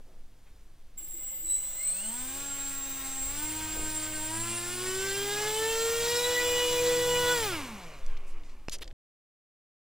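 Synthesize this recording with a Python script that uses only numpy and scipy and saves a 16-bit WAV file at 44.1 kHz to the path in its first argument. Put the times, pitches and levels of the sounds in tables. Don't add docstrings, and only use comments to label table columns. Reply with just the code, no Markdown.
import sys
import numpy as np
from scipy import signal
from scipy.fft import rfft, irfft, next_fast_len
from scipy.io import wavfile
from scipy.ndimage import uniform_filter1d

SR = 44100
rng = np.random.default_rng(int(sys.argv[2]) if len(sys.argv) > 2 else 0)


def to_linear_factor(level_db):
    exponent = np.asarray(level_db, float) / 20
    return 10 ** exponent


def master(y):
    cut = np.clip(np.atleast_2d(y).T, -1, 1)
    pcm = np.round(cut * 32767)
    wavfile.write(sys.argv[1], SR, pcm.astype(np.int16))


N = 434826
T = np.arange(N) / SR
SLOW = T[::128]
FULL_HZ = 163
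POWER_ON_S, POWER_OFF_S = .971, 7.52


def full(control):
    return np.interp(T, SLOW, control)


def rises(clock, start_s, length_s):
    return np.clip((clock - start_s) / length_s, 0, 1)


def falls(clock, end_s, length_s):
    return np.clip((end_s - clock) / length_s, 0, 1)


def evened(x):
    return x / np.sqrt(np.mean(x ** 2) + 1e-20)


def curves(rows):
    s, *columns = np.transpose(rows)
    return [np.interp(SLOW, s, c) for c in columns]


def read(points, hz):
    f, value = np.transpose(points)
    return np.interp(np.log(hz + 1), np.log(f + 1), value)


def lift_db(modes, x):
    return sum(db / (1 + (2 * (x - centre) / width) ** 2) for centre, width, db in modes)


def swell_db(order, swells):
    return lift_db([(s, length, db) for s, length, k, db in swells if round(k) == order], SLOW)


def coloured(gain):
    size = next_fast_len(N)
    spectrum = rfft(rng.standard_normal(size)) * gain(np.fft.rfftfreq(size, 1 / SR))
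    return evened(irfft(spectrum, size)[:N])


def band(hz, width):
    return coloured(lambda f: 1 / (1 + (2 * (f - hz) / width) ** 2))


def wander(per_s):
    knots = uniform_filter1d(rng.standard_normal(2000), size=3)
    return np.interp(SLOW * per_s * 3, np.arange(2000), evened(knots))


def tone(turns, db, waver_db, per_s=8.0, slip=0., scatter=1):
    gain = full(np.sqrt(2) * to_linear_factor(db + waver_db * wander(per_s)))
    start = scatter * 2 * np.pi * rng.random()
    return gain * np.cos(2 * np.pi * turns + full(slip * wander(per_s) + start))


# start_s, shaft_hz
START_STEPS = [(.95, 2.9), (1.1, 7), (1.3, 21), (1.43, 22), (1.46, 30.5), (1.55, 33.5), (1.7, 43),
               (1.9, 56.5), (2.0, 66)]
# start_s, shaft_hz
THROTTLE_STEPS = [(2.18, 83), (2.4, 93.5), (3.24, 89), (3.43, 101.5), (3.59, 104.2), (4.25, 102.9),
                  (4.46, 113.5), (4.62, 116), (4.95, 126.3), (5.33, 136.8), (5.66, 148.8), (6.0, 155.3),
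                  (6.26, 163.1), (7.35, 163.1), (7.45, 143)]


def shaft():
    drag_s, drag_share, friction_hz_per_s = .23, .634, 29.
    coast_s = np.maximum(SLOW - THROTTLE_STEPS[-1][0], 0)
    left = 1 - drag_share * (1 - np.exp(-coast_s / drag_s))
    hz = curves(START_STEPS + THROTTLE_STEPS)[0] * left - friction_hz_per_s * coast_s
    hz = uniform_filter1d(np.maximum(hz, 1), size=24)
    return hz, np.cumsum(full(hz)) / SR


# per_turn, full_speed_db, slope_db_per_decade, waver_db
LOW_ORDERS = [(1, -50.5, 23, 0.3), (2, -47.5, 65, 2.2), (3, -33.5, 59.5, 0.92), (6, -45.5, 73, 2),
              (9, -45, 48, 3.5), (12, -44, 52.5, 3)]
# centre_hz, width_hz, lift_db
DESK_MODES = [(72, 13, -12.5), (110.4, 9.6, 9.5), (150.6, 8.7, -25), (173, 14, -7), (225.8, 16, 6),
              (250, 40, -1), (285.3, 24, -7), (358.2, 38, -7.5), (750, 47, -9.5), (953, 37, 6.5),
              (1190, 60, -3.5), (1260, 130, -5.5), (1555, 60, 3.5)]
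# centre_s, length_s, per_turn, lift_db
ORDER_SWELLS = [(3.2, 0.32, 9, 5), (4.1, 0.19, 9, -4), (5.9, 0.19, 3, 3), (3.5, 0.088, 3, 3.5),
                (5.05, 0.17, 12, 5.5), (5.8, 0.071, 9, 4.5), (5.97, .2, 6, -12.5), (6.5, 0.34, 1, -11),
                (6.0, 0.4, 2, -12), (7.05, .5, 2, 5), (2.1, 0.28, 9, -0.5), (6.7, .08, 12, -10),
                (6.38, .1, 12, 10), (6.63, 0.13, 18, 9.5), (7.1, 0.27, 15, 2), (6.79, 0.25, 9, -9),
                (7.13, 0.1, 18, 14.5), (7.32, 0.11, 9, 12.5), (7.27, .25, 6, 5.5), (7.2, 0.41, 1, 7.5),
                (7.32, 0.15, 21, 9.5), (5.51, 0.33, 6, 9), (6.97, 0.49, 3, 5.5), (7.46, 0.09, 6, 6.5),
                (7.48, 0.11, 9, 7), (4.1, 0.19, 18, -0.5), (2.75, .6, 1, -7), (4.9, 0.2, 3, 7.5),
                (4.5, .15, 3, 1), (4.5, 0.11, 9, 5.5), (2.9, 0.39, 9, -4), (3.6, .3, 6, -4),
                (4.15, 0.33, 6, 7), (3.7, 0.38, 15, 5), (6.3, 0.18, 15, -7), (2.6, 0.25, 9, -6),
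                (4.6, 0.3, 4, -11), (5, 0.53, 5, -10.5), (4.3, .15, 18, 6.5), (5.4, .2, 21, -0.5),
                (7.5, .15, 29, -8.5), (5.7, 0.21, 21, 5), (5.5, .2, 1, 4), (6.6, 0.13, 12, 5.5),
                (5.8, 0.079, 24, -3), (4.8, .3, 21, -4.5), (3.5, .3, 6, -3.5), (3.45, .15, 9, -3),
                (6.45, 0.14, 15, 4), (7.5, .2, 2, -8),
                (2.3, 0.28, 15, -6.5), (3.5, .8, 15, -6), (5.65, .3, 15, -4.5), (6.55, 0.33, 15, 6),
                (6.55, .25, 18, 3), (3.1, .7, 18, -4.5), (4.75, .3, 18, -2), (2.4, .3, 21, -7),
                (7.2, 0.25, 21, -2.5), (6.2, .25, 24, 5), (3.2, .5, 24, 3), (4.7, 0.57, 27, -8.5),
                (3.85, .3, 23, -6), (6.55, 0.27, 27, -9.5), (6.2, .2, 33, 9), (6, .25, 28, 5),
                (4.75, .3, 30, -5.5), (6.55, 0.22, 9, -6), (6.58, .25, 12, -6), (7.12, .2, 12, 4),
                (3.9, 0.63, 12, 2.5), (7.58, .15, 18, -4), (7.52, 0.22, 24, -5), (7.57, .12, 15, -6),
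                (7.5, .2, 21, -4), (6.85, .35, 18, -6), (7.45, .1, 3, -4), (7.64, .15, 3, 5),
                (7.62, .08, 12, 6)]
ALL_SWELLS = ORDER_SWELLS


def low_orders(hz, turns, near_db):
    decades = np.log10(hz / FULL_HZ)
    loaded = falls(SLOW, 7.5, .1)
    unloaded = rises(SLOW, 7.48, .12)
    out = 0
    for k, db, slope, waver in LOW_ORDERS:
        level_db = db + slope * decades + near_db + loaded * lift_db(DESK_MODES, k * hz)
        level_db = level_db + swell_db(k, ALL_SWELLS) + .5 * (k > 4) * unloaded
        out = out + tone(k * turns, level_db, waver, 17.0, 0.2 * waver, scatter=0)
    return out


# blade_multiple, level_db
SLAP_PARTIALS = [(1, 0), (2, -13), (3, -17), (4, -10), (5, -17), (6, -19), (7, -17.5), (8, -19), (9, -18),
                 (10, -22), (11, -25), (12, -24), (13, -24.5), (14, -26), (15, -26.5), (16, -29.5)]
# centre_hz, width_hz, lift_db
MOUNT_MODES = [(1510, 340, 7.5), (2106, 75, -0.5), (2110, 120, 4), (2700, 59, 5.5), (3055, 100, 4),
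               (3630, 150, 1), (4070, 200, -0.5)]
# centre_s, length_s, lift_db
GUSTS = [
    (4.91, .04, 3.5),
    (5.02, .04, 6),
    (5.11, .06, 6),
    (5.18, .05, 5),
    (5.32, .07, 5),
    (5.81, .04, 5),
    (6.08, .05, 4),
    (6.17, .05, 5),
]


def blade_slap(hz, turns, near_db, free):
    slap_db = -35 + 52 * np.log10(np.maximum(hz, 97.5) / FULL_HZ) + near_db
    slap_db = slap_db + free * (-34.5 - slap_db)
    slap_db = slap_db - 20 * np.exp(-(hz / 78) ** 5)
    slap_db = slap_db - 12 * rises(SLOW, 7.55, .08)
    out = 0
    for k, db in SLAP_PARTIALS[4:]:
        level_db = slap_db + db + 3.5 + lift_db(MOUNT_MODES, 3 * k * hz)
        level_db = level_db + swell_db(3 * k, ALL_SWELLS) + (k > 7) * lift_db(GUSTS, SLOW)
        out = out + tone(3 * k * turns, level_db, 3.4, 40.0, .1 * k, scatter=.3)
    for k in range(4, 21):
        if k % 3:
            level_db = slap_db - 15 - 1.28 * k - 7 * free + swell_db(k, ALL_SWELLS)
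            out = out + tone(k * turns, level_db, 2.5, 9.0, 0.23)
    return out


# freq_hz, level_db per Hz
RUSH_SPECTRUM = [(40, -29), (70, -21), (250, -31.5), (600, -31), (1200, -29.5), (2000, -29.5), (3000, -28),
                 (5000, -27), (7700, -24.5), (10500, -29), (13000, -29.5), (15800, -28)]
# full_speed_db, slope_db_per_decade, idle_db while powered
RUSH_BANDS = [
    (-52, 63.5, -73),
    (-40.3, 38, -67),
    (-38, 48.5, -65.5),
]
RUSH_WAVER = (1.2, 1.2, .5)


def air_rush(hz, turns, near_db, free):
    shaft_phase = 2 * np.pi * turns
    throb = 1 + 0.51 * np.cos(3 * shaft_phase) + 0.22 * np.cos(6 * shaft_phase) + 0.11 * np.cos(shaft_phase)
    shares = (lambda f: 1 / (1 + (f / 300) ** 2),
              lambda f: 1 / (1 + (300 / (f + 1)) ** 2) / (1 + (f / 7000) ** 4),
              lambda f: 1 / (1 + (7000 / (f + 1)) ** 4))
    idling = (SLOW > POWER_ON_S) * (1 - free)
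    rush = 0
    for (db, slope, idle_db), share, waver_db in zip(RUSH_BANDS, shares, RUSH_WAVER):
        moving = to_linear_factor(db + slope * np.log10(hz / FULL_HZ) + near_db)
        gain = np.hypot(moving, idling * to_linear_factor(idle_db)) * to_linear_factor(waver_db * wander(14.0))
        rush = rush + full(gain) * coloured(lambda f: share(f) * to_linear_factor(read(RUSH_SPECTRUM, f)))
    return throb * rush * falls(T, 8.72, .12)


# time_s, nearer_db
NEARNESS = [
    (6.4, 1.5),
    (7.1, 0),
    (7.31, 2),
    (7.45, 2),
    (8.6, -6),
]


def propeller(hz, turns):
    near_db = curves(NEARNESS)[0]
    free = rises(SLOW, 7.42, .12)
    on = rises(T, 1.6, .036) * falls(T, 8.7, .15)
    tones = low_orders(hz, turns, near_db) + blade_slap(hz, turns, near_db, free)
    return on * tones + air_rush(hz, turns, near_db, free)


# centre_s, length_s, shift_hz
PITCH_LURCH = [
    (1.25, .1, 55),
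]


def switching(hz, hunting):
    switch_hz = 7529.5 - 55 * np.exp(-(hz / 42) ** 3) + lift_db(PITCH_LURCH, SLOW)
    switch_hz = switch_hz + (1.5 + 22 * hunting) * wander(25.0)
    return switch_hz, np.cumsum(full(switch_hz)) / SR


# time_s, switching_tone_db
WINDING_CURRENT = [(0.99, -52), (1.04, -55), (1.3, -46.5), (1.35, -56), (1.53, -48), (1.66, -51),
                   (2.08, -41), (4.4, -40), (4.8, -44), (4.99, -37.5), (5.2, -42.5), (6.4, -42.5),
                   (7.41, -44.5), (7.5, -56.5)]
# added_turns, level_db
OCTAVE_TONES = [(-6, -4), (-14, -8), (-3, -7), (-9, -8), (9, -2)]


def switching_tones(hz, turns, cycles, easing_db):
    octave_db = -56 + 2.0 * wander(3.0) + 2 * easing_db
    out = tone(cycles, curves(WINDING_CURRENT)[0] - .3 + easing_db, 2.6, 28.0, .2)
    out += tone(2 * cycles, octave_db + 12, 2.2, 60.0, .55)
    for k, db in OCTAVE_TONES:
        out += tone(2 * cycles + k * turns, octave_db + db - 9.0 * hz / FULL_HZ, 3.5, 20.0, .8)
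    return out


# added_turns, level_db
SIDE_TONES = [(14, 0), (11, -6), (10, -16), (2, -16), (1, -13), (-1, -15), (-3, -10), (-14, -11),
              (-42, -20)]
# centre_s, length_s, lift_db
SIDE_SURGES = [
    (1.528, 0.11, 8),
    (2.7, 0.0694, 5.5),
    (1.28, 0.17, -0.5),
    (1.38, 0.088, -14.5),
    (1.68, 0.19, -13),
    (2.3, .2, -2),
    (7.5, 0.27, 0.5),
    (4.4, 1, 5),
]
# centre_s, length_s, added_turns, lift_db
SIDE_SWELLS = [(1.53, .14, 11, 8), (1.9, .09, 10, 20), (1.82, .1, 10, 12), (1.66, .14, 10, 12),
               (1.75, .12, 14, -7), (1.93, .1, 14, 4), (1.2, .4, -14, -10), (1.2, .5, -42, -15),
               (1.05, .15, 14, -8), (4.8, .5, -3, 3), (2.2, .3, 11, 3), (2.75, .55, 14, -9),
               (3.8, .6, 14, 3), (2.95, .55, 11, -10), (4.55, .5, 11, -6), (3.95, .7, -14, -13),
               (5.95, .3, 14, -6), (6.55, .3, 14, -5), (7.1, .35, 14, -6), (3.8, .8, -3, 5),
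               (2.9, .5, -3, -7), (5.05, .25, -3, 5), (1.65, .35, -42, 6), (2.1, .3, -42, -10),
               (6.9, .6, -14, -5), (2.95, .5, -14, 6), (2.65, .3, 11, -5)]
# centre_hz, width_hz, lift_db
BELL_MODES = [(7930, 180, 13), (8070, 54, 5.4), (8360, 350, 11), (2103, 120, 19), (2860, 320, 2.8),
              (4030, 170, 0.98)]


def side_tones(hz, turns, switch_hz, cycles, hunting):
    calm_db = -44 - 6 * hz / FULL_HZ
    side_db = calm_db + lift_db(SIDE_SURGES, SLOW)
    out = 0
    for k, db in SIDE_TONES:
        level_db = side_db if k > 0 else calm_db - 10 * hunting ** 2
        level_db = level_db + db + lift_db(BELL_MODES, switch_hz + k * hz) + swell_db(k, SIDE_SWELLS)
        out = out + tone(cycles + k * turns, level_db, 1.4, 25.0, 0.42)
    rattle_db = side_db - 19.5 - 14 * np.exp(-(hz / 27) ** 8) + .7 * lift_db(BELL_MODES, switch_hz + 14 * hz)
    rattle_db = rattle_db + 5 * (SLOW > 1.62) * (SLOW < 2)
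    out += tone((cycles + 14 * turns) / 2, rattle_db, 3.2, 50.0, 2.2)
    out += tone((cycles + 23 * turns) / 2, -59 - 9 * ((SLOW - 1.92) / .11) ** 2, 3.5, 40.0, 1.5)
    return out


# added_turns, level_db
HOUSING_TONES = [(0, -55.5), (8, -59), (11, -65), (14, -56), (17, -64)]
# centre_s, length_s, added_turns, lift_db
HOUSING_SWELLS = [
    (7.2, .5, 14, 11),
    (2.3, .4, 14, 3),
]


def housing_tones(hz, turns, cycles, easing_db):
    speed_db = -8.0 * np.exp(-(hz / 60) ** 4) - 12.0 * (hz / FULL_HZ) ** 3
    out = 0
    for k, db in HOUSING_TONES:
        level_db = db + speed_db * (k > 0) + 3 * easing_db + swell_db(k, HOUSING_SWELLS)
        out = out + tone(1.4818 * cycles + k * turns, level_db, 1.24, 20.0, 0.68)
    return out


# per_turn, level_db
MAGNET_ORDERS = [(42, -61)]
# centre_s, length_s, lift_db
COGGING_SWELLS = [
    (2.03, .12, 6),
    (2.25, .2, 3),
    (2.95, .4, 5),
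    (3.36, .25, -9),
]
# centre_s, length_s, per_turn, level_db
MAGNET_CHIRPS = [(1.71, .1, 83, -63), (4.37, .06, 71, -53), (4.385, .06, 74, -50), (4.52, .1, 70, -45),
                 (4.51, .1, 74, -49), (4.62, .08, 70, -52), (5.56, .1, 56, -41), (5.57, .1, 53, -46),
                 (5.82, .14, 52, -44), (5.86, .1, 56, -47), (6.0, .2, 56, -50)]


def magnet_tones(hz, turns):
    out = 0
    for s, length, k, db in MAGNET_CHIRPS:
        out = out + tone(k * turns, db - 9 * (2 * (SLOW - s) / length) ** 2, 1.5, 17.0)
    for k, db in MAGNET_ORDERS:
        level_db = db + lift_db(BELL_MODES, k * hz) - 22 * np.exp(-(hz / 47) ** 8)
        out += tone(k * turns, level_db + lift_db(COGGING_SWELLS, SLOW), 2.5, 30.0, 1.5)
    return out


# freq_hz, level_db per Hz
FRAME_SPECTRUM = [(120, -51.5), (200, -20.5), (334, -15.5), (464, -27.5), (547, -15.5), (1340, -20.5),
                  (2110, -21.5), (3400, -17.5), (6330, -39), (7740, -0.5), (9820, -32), (11000, -26),
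                  (13700, -35.5), (14700, -5.5), (15800, -16)]
# centre_hz, width_hz, level_db
FRAME_MODES = [(548, 95, -64.5), (2090, 130, -62), (2900, 81, -64.5), (7850, 54, -51), (8300, 88, -55),
               (3520, 150, -71), (5770, 100, -67.5)]
# centre_s, length_s, lift_db
START_STUTTERS = [
    (.98, 0.031, -4),
    (1.08, 0.21, -11),
    (1.42, 0.24, -7),
]


def frame_buzz(hz, hunting):
    buzz = to_linear_factor(-48) * coloured(lambda f: to_linear_factor(read(FRAME_SPECTRUM, f)))
    slow_lift_db = 3.04 * np.exp(-(hz / 60) ** 4)
    jolts = full(to_linear_factor(-5.0 + slow_lift_db - 5.0 * (hz / FULL_HZ) ** 2))
    buzz += jolts * sum(to_linear_factor(db) * band(f, width) for f, width, db in FRAME_MODES)
    frame_db = -0.5 + 5 * np.exp(-(hz / 80) ** 4)
    frame_db = frame_db + lift_db(START_STUTTERS, SLOW) - 27 * rises(SLOW, 7.4, .146)
    return full(to_linear_factor(frame_db + 2.2 * wander(16.0) * (.4 + .6 * hunting))) * buzz


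# centre_s, length_s, lift_db
CURRENT_EASING = [
    (4.72, .5, -3),
]


def motor(hz, turns):
    hunting = np.exp(-(SLOW - 1) / .3).clip(0, 1)
    easing_db = lift_db(CURRENT_EASING, SLOW)
    switch_hz, cycles = switching(hz, hunting)
    out = switching_tones(hz, turns, cycles, easing_db)
    out += side_tones(hz, turns, switch_hz, cycles, hunting)
    out += housing_tones(hz, turns, cycles, easing_db)
    out += magnet_tones(hz, turns) + frame_buzz(hz, hunting)
    return rises(T, POWER_ON_S, .0067) * falls(T, POWER_OFF_S, .032) * out


# per_turn, level_db
WINDMILL_ORDERS = [(3, -60), (6, -70), (9, -62), (12, -63), (15, -68), (18, -70)]
# centre_s, length_s, per_turn, lift_db
WINDMILL_DRIFTS = [
    (7.76, 0.32, 3, 13),
    (8.06, .3, 3, -9),
    (8.22, 0.22, 9, -10),
    (8.4, .15, 12, 4),
    (8.4, .3, 18, 6),
    (7.75, .15, 15, 4),
    (7.69, .12, 6, 4),
]


def coasting(hz, turns):
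    slowing_db = 22 * np.log10(hz / 50)
    cogging = tone(84 * turns, slowing_db - 70 - 8 * (hz > 50), 4.5, 25.0, 2.2)
    cogging += tone(42 * turns, slowing_db - 73, 5.2, 13.0, 1.5)
    for k, db in WINDMILL_ORDERS:
        cogging += tone(k * turns, db + .9 * slowing_db + swell_db(k, WINDMILL_DRIFTS), 2.2, 18.0, 0.4)
    stir = to_linear_factor(-57.0) * coloured(lambda f: 1 / (1 + (f / 2400) ** 4))
    stir += to_linear_factor(-59.5) * band(540, 790) + to_linear_factor(-57.5) * band(1090, 350)
    stir += to_linear_factor(-59.0) * band(2310, 500) + to_linear_factor(-64.0) * band(2850, 300)
    bearings = full(to_linear_factor(1.55 * slowing_db - 1.5 + 1.5 * wander(22.0))) * stir
    return rises(T, 7.5, .038) * falls(T, 8.68, .04) * (cogging + bearings)


# rise_s, width_hz, width_per_centre_hz
TAP = (0.00089, 400, 1)
RUB = (0.011, 820, 1)
THUD = (.03, 510, 0.11)
HUM = (.03, 47, 0)
# peak_s, level_db, centre_hz
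TAPS = [(.005, -51, 250), (8.064, -48, 5960), (8.174, -48.5, 3980), (8.1, -54, 2560), (8.169, -47, 2400),
        (8.402, -65, 3000), (8.436, -57, 4000), (8.495, -55, 3780), (8.597, -62, 2400), (8.684, -41, 4400),
        (8.696, -38, 4470), (8.793, -49, 2000), (8.905, -58, 2490), (8.911, -51, 2500), (8.697, -43, 11000),
        (8.727, -44, 5000), (8.786, -48.5, 5970), (8.811, -52, 6000), (8.843, -47, 4500),
        (8.878, -43, 3680)]
# peak_s, level_db, t60_s, centre_hz
RUBS = [(.47, -67.5, 0.058, 2000), (8.279, -61.5, 0.087, 8000), (8.31, -67, 0.077, 5000),
        (8.45, -65.5, 0.11, 5560), (8.505, -66.5, 0.09, 5000), (8.727, -40, 0.043, 5070),
        (8.732, -42, 0.042, 8340), (8.748, -44.5, 0.032, 4760), (8.826, -49, .017, 10800),
        (8.828, -41, .014, 2900), (8.822, -50.5, 0.032, 100), (8.74, -52.5, .04, 2510),
        (8.855, -62, 0.016, 2980)]
# peak_s, level_db
THUDS = [
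    (.09, -64),
    (3.775, -47.5),
    (8.731, -59),
    (8.86, -59.5),
]
# peak_s, level_db
HUMS = [
    (1., -62),
    (1.15, -60),
    (1.43, -59),
]
# start_s, dent_db, dent_length_s, ring_hz, ring_db
BUTTON_CLICK = (8.6846, -22, .00025, 2700, -25)


def grain(s, db, t60, hz, kind):
    rise, width, widening = kind
    u = np.arange(-3 * rise, t60, 1 / SR)
    steepness = 3 if rise > .008 else 1
    shape = np.where(u < 0, np.exp(-(u / rise) ** 2), to_linear_factor(-60 * (abs(u) / t60) ** steepness))
    r = np.exp(-np.pi * (width + widening * hz) / SR)
    poles = [1, -2 * r * np.cos(2 * np.pi * hz / SR), r * r]
    noise = signal.lfilter([1, 0, -1], poles, rng.standard_normal(len(u)))
    noise = signal.lfilter([1], poles, noise)
    return max(round((s - 3 * rise) * SR), 0), to_linear_factor(db) * shape * evened(noise)


def button_click():
    s, dent_db, length, ring_hz, ring_db = BUTTON_CLICK
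    u = np.maximum(T - s, 0)
    dent = -to_linear_factor(dent_db) * np.e * u / length * np.exp(-u / length)
    phase = 2 * np.pi * ring_hz * u
    return dent + to_linear_factor(ring_db) * np.sin(phase) * np.exp(-u / 0.0009) * (1 + 0.74 * np.cos(phase))


def touches():
    rows = [(s, db, 0.019, hz, TAP) for s, db, hz in TAPS]
    rows += [(s, db, t60, hz, RUB) for s, db, t60, hz in RUBS]
    rows += [(s, db, 0.17, 450, THUD) for s, db in THUDS]
    rows += [(s, db, 0.14, 333, HUM) for s, db in HUMS]
    out = np.zeros(N)
    for row in rows:
        start, burst = grain(*row)
        part = out[start:][:len(burst)]
        part += burst[:len(part)]
    return out + button_click()


def walls(x):
    u = np.arange(SR // 2) / SR
    tail = rng.standard_normal(len(u)) * to_linear_factor(-60 * u / 0.597) * (u > .004)
    tail = signal.sosfilt(signal.butter(4, (2200, 13500), "band", fs=SR, output="sos"), tail)
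    return x + to_linear_factor(-9) * signal.oaconvolve(x, tail / np.linalg.norm(tail))[:N]


# centre_s, length_s, under_20_hz_db, from_20_to_55_hz_db
DRAUGHT_PUSHES = [(1.473, 0.051, 5.5, 10), (1.703, 0.043, 6, 3.5), (2.769, 0.74, 1, 4),
                  (3.299, 0.27, 3, 12.5), (3.749, 0.59, 2, 18), (4.667, 0.03, 11, 8), (5.693, 0.14, -4, 15),
                  (6.49, 0.33, 6, -0.5), (8.1, .15, 0.5, 16.5), (8.351, 0.28, 9, 3), (8.703, .15, 5, 10),
                  (8.86, 0.18, 5.5, 11)]
# centre_s, length_s, level_db, centre_hz, width_hz
PROPELLER_WASH = (7.15, 1.0, -48, 90, 90)


def draught():
    deep_db = -46 + lift_db([(s, length, deep) for s, length, deep, _ in DRAUGHT_PUSHES], SLOW)
    low_db = -62.5 + lift_db([(s, length, low) for s, length, _, low in DRAUGHT_PUSHES], SLOW)
    sway = full(to_linear_factor(deep_db)) * coloured(lambda f: (f > 5) / (1 + ((f - 11) / 5) ** 2))
    sway += full(to_linear_factor(low_db)) * band(33, 24)
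    s, length, db, hz, width = PROPELLER_WASH
    return sway + to_linear_factor(db) * np.exp(-(2 * (T - s) / length) ** 2) * band(hz, width)


# start_s, swing_hz, height, rise_s, fall_s
DESK_SWING = (8.022, 12.1, .09, .06, .11)


def desk_swing():
    s, hz, height, rise, fall = DESK_SWING
    u = np.maximum(T - s, 0)
    return -height * np.e * (1 - np.exp(-u / rise)) * np.exp(-u / fall) * np.sin(2 * np.pi * hz * u)


# freq_hz, level_db per Hz
ROOM_SPECTRUM = [(24, -29), (40, -1.5), (91, -12.5), (123, -14.5), (147, -16.5), (362, -22), (390, -25.5),
                 (420, -23), (567, -26), (1430, -31.5), (15800, -39)]


def room():
    air = coloured(lambda f: to_linear_factor(read(ROOM_SPECTRUM, f)) * (f > 40))
    return full(to_linear_factor(-61.5 + 0.65 * wander(3.7))) * air


def scene():
    hz, turns = shaft()
    rig = propeller(hz, turns) + motor(hz, turns) + coasting(hz, turns)
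    mono = walls(rig) + touches() + draught() + desk_swing() + room()
    return np.array([mono, mono])


def low_pass(x):
    return signal.sosfilt(signal.butter(12, 15760, fs=SR, output="sos"), x)


def record(dry):
    left, right = dry[0], np.roll(dry[1], -1)
    size = next_fast_len(N)
    hz = np.fft.rfftfreq(size, 1 / SR)
    no_bass = 1 / (1 + (250 / (hz + 1)) ** 2)
    side = irfft(rfft(left - right, size) * no_bass, size)[:N] / 2
    pair = (left + right) / 2 + np.array([side, -side])
    pair = signal.oaconvolve(pair, signal.firwin(255, 15900, fs=SR)[None], "same")
    return low_pass(pair * falls(T, 8.9295, .0015))


dry = scene()
out = record(dry)
master(out)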